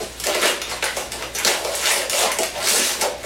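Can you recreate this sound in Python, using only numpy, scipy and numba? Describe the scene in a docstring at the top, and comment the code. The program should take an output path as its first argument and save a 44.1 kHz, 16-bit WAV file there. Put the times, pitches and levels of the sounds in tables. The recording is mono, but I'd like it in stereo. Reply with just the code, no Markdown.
"""Hands crumple and tear wrapping paper round a small card box on a table, a few metres from a camera.
Creases buckle as dense crackle and single snaps, filtered band by band; their low part rings the box's modes.
Folding panels add short rough rings of band-passed noise. A wall echo and diffuse noise tails form the room.
Sine hum and coloured noise lie beneath, and the camera's gain control ducks under the loud bursts."""
import sys
import numpy as np
from scipy import signal
from scipy.fft import rfft, irfft, next_fast_len
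from scipy.io import wavfile
from scipy.ndimage import uniform_filter1d
from numba import njit

SR = 44100
rng = np.random.default_rng(int(sys.argv[2]) if len(sys.argv) > 2 else 0)


def wav_out(sig):
    """Save sig, one row per channel (or a flat mono array), as 16-bit PCM at SR to the path in sys.argv[1]."""
    wavfile.write(sys.argv[1], SR, np.round(np.clip(np.atleast_2d(sig).T, -1, 1) * 32767).astype(np.int16))


N = 143325
T = np.arange(N) / SR
BANDS = 160 * 2 ** np.arange(0, 6.7, 1 / 3)  # third-octave centres, Hz

# Crackle
CRACKLE_PER_S, GRAIN_S = 700, 0.00055  # bucklings per second, fade of each
SIZE_SPREAD_DB, LARGEST = 3.5, 2.67  # scale of the random sizes, cap on the size draw
PATCHY_DB, PATCHES_PER_S = 2, 29.935
SHARED = 0.6  # share of crackle power common to all bands
# Snaps
SNAP_DB, SNAP_RISE_S, SNAP_FADE_S = 12, 0.0011, 0.0025
# Box and folds
BOX_DB = 12
FOLD_RISE_S, FOLD_FADE_S, FOLD_OCTAVES = 0.0049, 0.017, 0.2
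# Room
SPOTS, SHIFTS_PER_S = 5, 40  # places the creases sound from, level changes per second
WALL_S, WALL_DB = 0.0045, -6.5  # echo off the wall just behind the hands
ROOM_DB, ROOM_GAP_S = 1, 0.0024  # energy of each echo pattern, silence before it
ROOM_SIDE = 2.93  # gain of the room's side signal
# Background and gain control
AIR_DB = -39.5
GAIN_TOP_DB, GAIN_RATIO = -27, 2.0  # level where ducking begins, compression ratio
GAIN_ATTACK_S, GAIN_RELEASE_S = 0.035, 0.053
TOP_HZ = 16000


def undb(db):
    """Amplitude factor of a level in dB."""
    return np.exp(np.asarray(db) * np.log(10) / 20)


def unit(x):
    """Scale to an rms of 1."""
    return x / np.sqrt(np.mean(x ** 2))


def at(table, hz):
    """Value of a (pitch_hz, value) table, interpolated on a log frequency axis."""
    table = np.array(table)
    return np.interp(np.log(np.maximum(hz, 1)), np.log(table[:, 0]), table[:, 1])


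def colour(x, db_of, phase_of=np.zeros_like):
    """Filter by dB and phase functions of frequency."""
    hz = np.fft.rfftfreq(x.shape[-1], 1 / SR)
    response = undb(db_of(hz)) * np.exp(1j * phase_of(hz))
    return irfft(rfft(x) * response, x.shape[-1])


def band(x, hz, octaves):
    """Band-pass of the given width; white noise comes out at its own level."""
    lo, hi = hz / 2 ** (octaves / 2), hz * 2 ** (octaves / 2)
    sos = signal.butter(2, [lo, hi], "band", fs=SR, output="sos")
    return signal.sosfilt(sos, x) * np.sqrt(SR / 2 / (hi - lo))


def fade(x, seconds):
    """Each impulse trails off exponentially."""
    return signal.lfilter([1], [1, -np.exp(-1 / (seconds * SR))], x)


def walk(rate):
    """Random levels held 1 / rate s and slewed; spread near 1."""
    hold = int(SR / rate)
    steps = np.repeat(rng.standard_normal(N // hold + 1), hold)
    return 1.06 * uniform_filter1d(steps, hold)[:N]


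def clicks(rate, spread_db):
    """Random bucklings of unequal size, each a very short rasp of noise."""
    chance, draw = rng.random((2, N))
    size_db = spread_db * np.minimum(-np.log(1 - draw), LARGEST)
    size = (chance < rate / SR) * undb(size_db)
    return unit(fade(size, GRAIN_S) * rng.standard_normal(N))


def weights(hz):
    """Shares of the four region levels (deep boom, boom, body, treble) that reach a band."""
    # Corner pitches (Hz): deep boom, boom, body from and to, treble
    region_hz = (270, 700, 1400, 2600, 7500)
    rows = np.eye(4)[:, [0, 1, 2, 2, 3]]  # the body level holds between its two corners
    return np.array([at(list(zip(region_hz, row)), hz) for row in rows])


def crackle():
    """Dense buckling of the handled paper: clicks whose level moves separately in each band."""
    # Crackle level over time, joined by straight lines:
    # time_s, deep_boom_db, box_boom_db, paper_body_db, crisp_treble_db (relative levels)
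    level_curve = np.array([(0.0, -31, -23.5, -35.5, -37), (0.089, -47, -72, -57, -44),
                            (0.23, -47, -49.5, -42, -41), (0.281, -31, -16.5, -30, -29),
                            (0.33, -51, -45, -22.5, -29.5), (0.35, -32, -21, -23, -36),
                            (0.4, -37, -38, -28, -29), (0.429, -20, -17.5, -14, -22.5),
                            (0.47, -19.5, -16.5, -12, -16.5), (0.525, -30, -32, -27, -31),
                            (0.6, -45, -42, -51, -63), (0.7, -39, -38, -35.5, -34),
                            (0.72, -47, -19.5, -26.5, -32), (0.8, -59, -78, -54, -52),
                            (0.841, -56, -27, -27, -30), (0.88, -52, -36, -27.5, -36),
                            (0.94, -38, -39, -47, -41), (0.979, -37, -35, -33, -31.5),
                            (1.1, -66, -47, -54, -52), (1.12, -35, -35, -39, -39),
                            (1.24, -44.5, -33.5, -37.5, -43), (1.33, -61, -43, -70, -47),
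                            (1.36, -49, -43, -34.5, -28), (1.4, -38, -32, -25, -59),
                            (1.43, -47, -47, -38.5, -33), (1.45, -28, -32, -33.5, -34),
                            (1.472, -20.5, -15.5, -13, -13.5), (1.53, -37, -18.5, -22.5, -25.5),
                            (1.61, -32, -30, -42, -33.5), (1.66, -49, -25.5, -34, -31.5),
                            (1.8, -39, -35.5, -29, -29.5), (1.87, -41, -20.5, -18.5, -18),
                            (1.92, -37, -24.5, -18, -15), (1.99, -27, -25, -28, -24),
                            (2.019, -45, -30, -21.5, -24.5), (2.08, -46, -46, -56, -78),
                            (2.11, -69, -32.5, -32.5, -26), (2.238, -24, -7.5, -16, -14.5),
                            (2.37, -44, -51, -37, -66), (2.4, -42, -21, -33, -25.5),
                            (2.44, -40, -54, -30, -32), (2.519, -47, -39, -60, -48),
                            (2.551, -56, -27, -33.5, -38), (2.61, -32, -33.5, -31.5, -33.5),
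                            (2.68, -29, -29.5, -20, -16.5), (2.76, -23.5, -15, -21.5, -13),
                            (2.81, -19, -39, -16, -17.5), (2.87, -44, -21, -22.5, -13),
                            (2.969, -37, -37.5, -36.5, -35), (3.025, -22, -18.5, -23.5, -17),
                            (3.055, -33, -15.5, -27, -32), (3.13, -44, -57, -56, -56),
                            (3.22, -54, -51, -48, -43.5), (3.25, -33, -21, -28.5, -35)])
    common = clicks(CRACKLE_PER_S, SIZE_SPREAD_DB)
    own = clicks(CRACKLE_PER_S, SIZE_SPREAD_DB)
    patches = walk(PATCHES_PER_S)
    shifts = rng.integers(0, N, len(BANDS))  # shifted copies make the bands differ
    drives = []
    for hz, shift in zip(BANDS, shifts):
        grains = np.sqrt(SHARED) * common + np.sqrt(1 - SHARED) * np.roll(own, shift)
        level_db = np.interp(T, level_curve[:, 0], level_curve[:, 1:] @ weights(hz))
        drives.append(grains * undb(level_db + PATCHY_DB * np.roll(patches, shift)))
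    return drives


def snaps():
    """Single creases give way as rasps that swell and die within milliseconds, each with its own colour."""
    # Snapping creases: start_s, level_db before SNAP_DB, then boom_db, body_db, treble_db relative to it
    creases = np.array([(0.198, -15, -21, -14, -8), (0.2377, -16, -44, -8.5, -3.5),
                        (0.267, -11.5, -26, -8.5, -6), (0.347, -5.5, -10.5, -10.5, -10),
                        (0.415, -12, -8.5, -35, 0.5), (0.6155, -18, -24, -2, -7),
                        (0.696, -31, -27, -21, -4), (0.824, -15, -11.5, 0, -15),
                        (0.840, -11.5, -26, -20, -3), (0.9667, -13, -8, -14, -11.5),
                        (1.1176, -12, -35, -17.5, -11.5), (1.2223, -17.5, -15.5, -7, -16.5),
                        (1.3484, -15.5, -14.5, -14.5, -9.5), (1.3852, -14, -29, -19, -4.5),
                        (1.4471, -4.5, -11, -12, -7), (1.6466, -11, -4.5, -11.5, -12.5),
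                        (1.7507, -18.5, -24, -16.5, 4), (1.8553, -10, -39, -13, -22),
                        (2.0962, -5, -26, -12.5, -6.5), (2.108, -15, -18, -12, -9),
                        (2.1299, -7, -11, -8.5, -19), (2.189, -1, -19, -21, -10),
                        (2.316, -8, -32, -10.5, -4.5), (2.386, -3, -13, -16.5, -9.5),
                        (2.4312, -9, -39, -8.5, -9), (3.0112, -9.5, -9, -6.5, -2)])
    burst = clicks(9200, 6.0)
    drives = []
    for hz in BANDS:
        colour_db = creases[:, [2, 2, 3, 4]] @ weights(hz)  # both boom regions share one level
        hits = np.zeros(N)
        hits[(creases[:, 0] * SR).astype(int)] = undb(SNAP_DB + creases[:, 1] + colour_db)
        drives.append((fade(hits, SNAP_FADE_S) - fade(hits, SNAP_RISE_S)) * burst)
    return drives


def paper():
    """Crackle and snaps ring band by band through the paper; the low part also drives the box."""
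    # Colour of the paper's clicks: pitch_hz, level_db
    click_colour = [(160, -29.5), (300, -23), (400, -12.5), (630, -7.5), (900, -14), (1300, -14),
                    (2000, -10.5), (3500, -10.5), (9000, -10), (12500, -16), (16000, -23.5)]
    sheet, low = np.zeros(N), np.zeros(N)
    for k, (hz, grains, hits) in enumerate(zip(BANDS, crackle(), snaps())):
        sign = (-1) ** k  # alternate signs let neighbouring bands join smoothly
        rung = sign * undb(at(click_colour, hz)) * band(grains + hits, hz, 1 / 3)
        sheet += rung
        if hz < 1100:
            low += rung
    return sheet + box(low)


def mode(x, hz, t60):
    """One decaying resonance, a complex one-pole filter."""
    pole = np.exp(2j * np.pi * hz / SR - np.log(1000) / (t60 * SR))
    return signal.lfilter([1 - abs(pole)], [1, -pole], x).imag


def box(push):
    """The hollow card box booms in a few modes as the paper shakes it."""
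    # Box modes: pitch_hz, level_db before BOX_DB, t60_s
    box_modes = [(359, -8, 0.057), (403, -6, 0.037), (500, -28, 0.27), (590.7, -1.5, 0.083),
                 (665.3, -6.5, 0.17), (854, -9, 0.14), (1068, -6.5, 0.039)]
    return undb(BOX_DB) * sum(undb(db) * mode(push, hz, t60) for hz, db, t60 in box_modes)


def folds():
    """Each taut panel of paper or card gives a short rough ring round its pitch as it folds."""
    # Folding panels: start_s, level_db, pitch_hz
    panels = [(.352, -16, 592), (.445, -12, 2890), (.616, -27.5, 3600), (.83, -18.5, 1580),
              (.858, -20.5, 1970), (.964, -23, 792), (1.347, -25, 6200), (1.895, -13.5, 1930),
              (2.012, -15.5, 570), (2.27, -16, 986), (2.392, -16.5, 673), (2.552, -17.5, 779),
              (3.018, -15.5, 846)]
    t, out = T[:SR // 4], np.zeros(N + SR)
    shape = (1 - np.exp(-t / FOLD_RISE_S)) * np.exp(-t / FOLD_FADE_S)
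    for start_s, level_db, pitch_hz in panels:
        noise = rng.standard_normal(len(t))
        out[int(start_s * SR):][:len(t)] += undb(level_db) * band(shape * noise, pitch_hz, FOLD_OCTAVES)
    return out[:N]


def tails(count):
    """Diffuse echo patterns: noise bands that each die away at their own rate."""
    # Room decay: pitch_hz, t60_s
    decay = [(300, .4), (800, 0.3), (2000, 0.36), (6000, 0.34), (14000, 0.24)]
    t = np.arange(int(0.5 * SR)) / SR
    noise = rng.standard_normal((count, len(t)))
    y = 0
    for k, hz in enumerate(BANDS[1::2]):
        t60 = at(decay, hz)
        y = y + (-1) ** k * band(noise, hz, 2 / 3) * np.sqrt(hz / t60) * undb(-60 * t / t60)
    y = y * (t > ROOM_GAP_S)
    return y / np.sqrt(np.sum(y ** 2, axis=1, keepdims=True)) * undb(ROOM_DB)


def stereo(mid, side):
    """Left and right from mid and a side signal, with level and phase offsets by frequency."""
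    # Filter on the side signal: pitch_hz, level_db
    width = [(60, -12), (150, -13), (600, -21.5), (2000, -16.5), (5000, -20.5), (9000, -20.5),
             (14000, -14.5)]
    # Left over right: pitch_hz, level_db
    left_db = [(100, 0.5), (600, 1.4), (2000, 0.2), (14000, 0.1)]
    # Phase by which left leads right: pitch_hz, lead_radians
    left_lead = [(70, 0), (260, -0.74), (690, -0.8), (2000, 0.017), (5000, -0.034)]
    side = colour(side, lambda hz: at(width, hz))
    return np.array([colour(mid + sign * side,
                            lambda hz: sign * at(left_db, hz) / 2,
                            lambda hz: sign * at(left_lead, hz) / 2) for sign in (1, -1)])


def room(x):
    """Direct sound plus echoes; creases sound from shifting spots, each with its own echo pattern."""
    share = undb(20 * np.array([walk(SHIFTS_PER_S) for _ in range(SPOTS)]))
    share = share / np.sqrt(np.sum(share ** 2, axis=0))  # total power stays put
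    size = next_fast_len(N + SR)
    spots = rfft(x * share, size)
    mid, side = (irfft(np.sum(spots * rfft(tails(SPOTS), size), axis=0), size)[:N] for _ in range(2))
    wall = undb(WALL_DB) * np.interp(T - WALL_S, T, x)
    return stereo(x + wall + mid, ROOM_SIDE * side)


def background():
    """Mains hum as steady sines over soft coloured room noise."""
    # Hum partials: pitch_hz, level_db (rms)
    partials = [(59, -45.5), (117.5, -52.5)]
    # Colour of the room noise: pitch_hz, relative level_db
    air_colour = [(25, 0), (60, 6), (100, 2.5), (240, 5.5), (570, 3), (1200, -2.5), (4000, -3.5),
                  (14000, -53)]
    mid, side = (colour(rng.standard_normal(N), lambda hz: at(air_colour, hz)) for _ in range(2))
    hum = sum(np.sqrt(2) * undb(db) * np.sin(2 * np.pi * hz * T) for hz, db in partials)
    return stereo(undb(AIR_DB) * unit(mid) + hum, undb(AIR_DB) * unit(side))


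def scene():
    """Paper, box and folding panels in the room, over the background."""
    return room(paper() + folds()) + background()


@njit
def follow(x, attack, release):
    """Envelope that rises fast and falls slower."""
    e, out = 0., np.empty(len(x))
    for i in range(len(x)):
        e += (x[i] - e) * (attack if x[i] > e else release)
        out[i] = e
    return out


def record(dry):
    """Gain control pulls loud moments down; the top is cut steeply."""
    env = follow(np.abs(dry).mean(axis=0), 1 / (GAIN_ATTACK_S * SR), 1 / (GAIN_RELEASE_S * SR))
    gain = np.minimum(1, (undb(GAIN_TOP_DB) / (env + 1e-9)) ** (1 - 1 / GAIN_RATIO))
    top_cut = signal.ellip(12, 0.2, 90, TOP_HZ, fs=SR, output="sos")
    return signal.sosfilt(top_cut, dry * gain)


dry = scene()
out = record(dry)
wav_out(out)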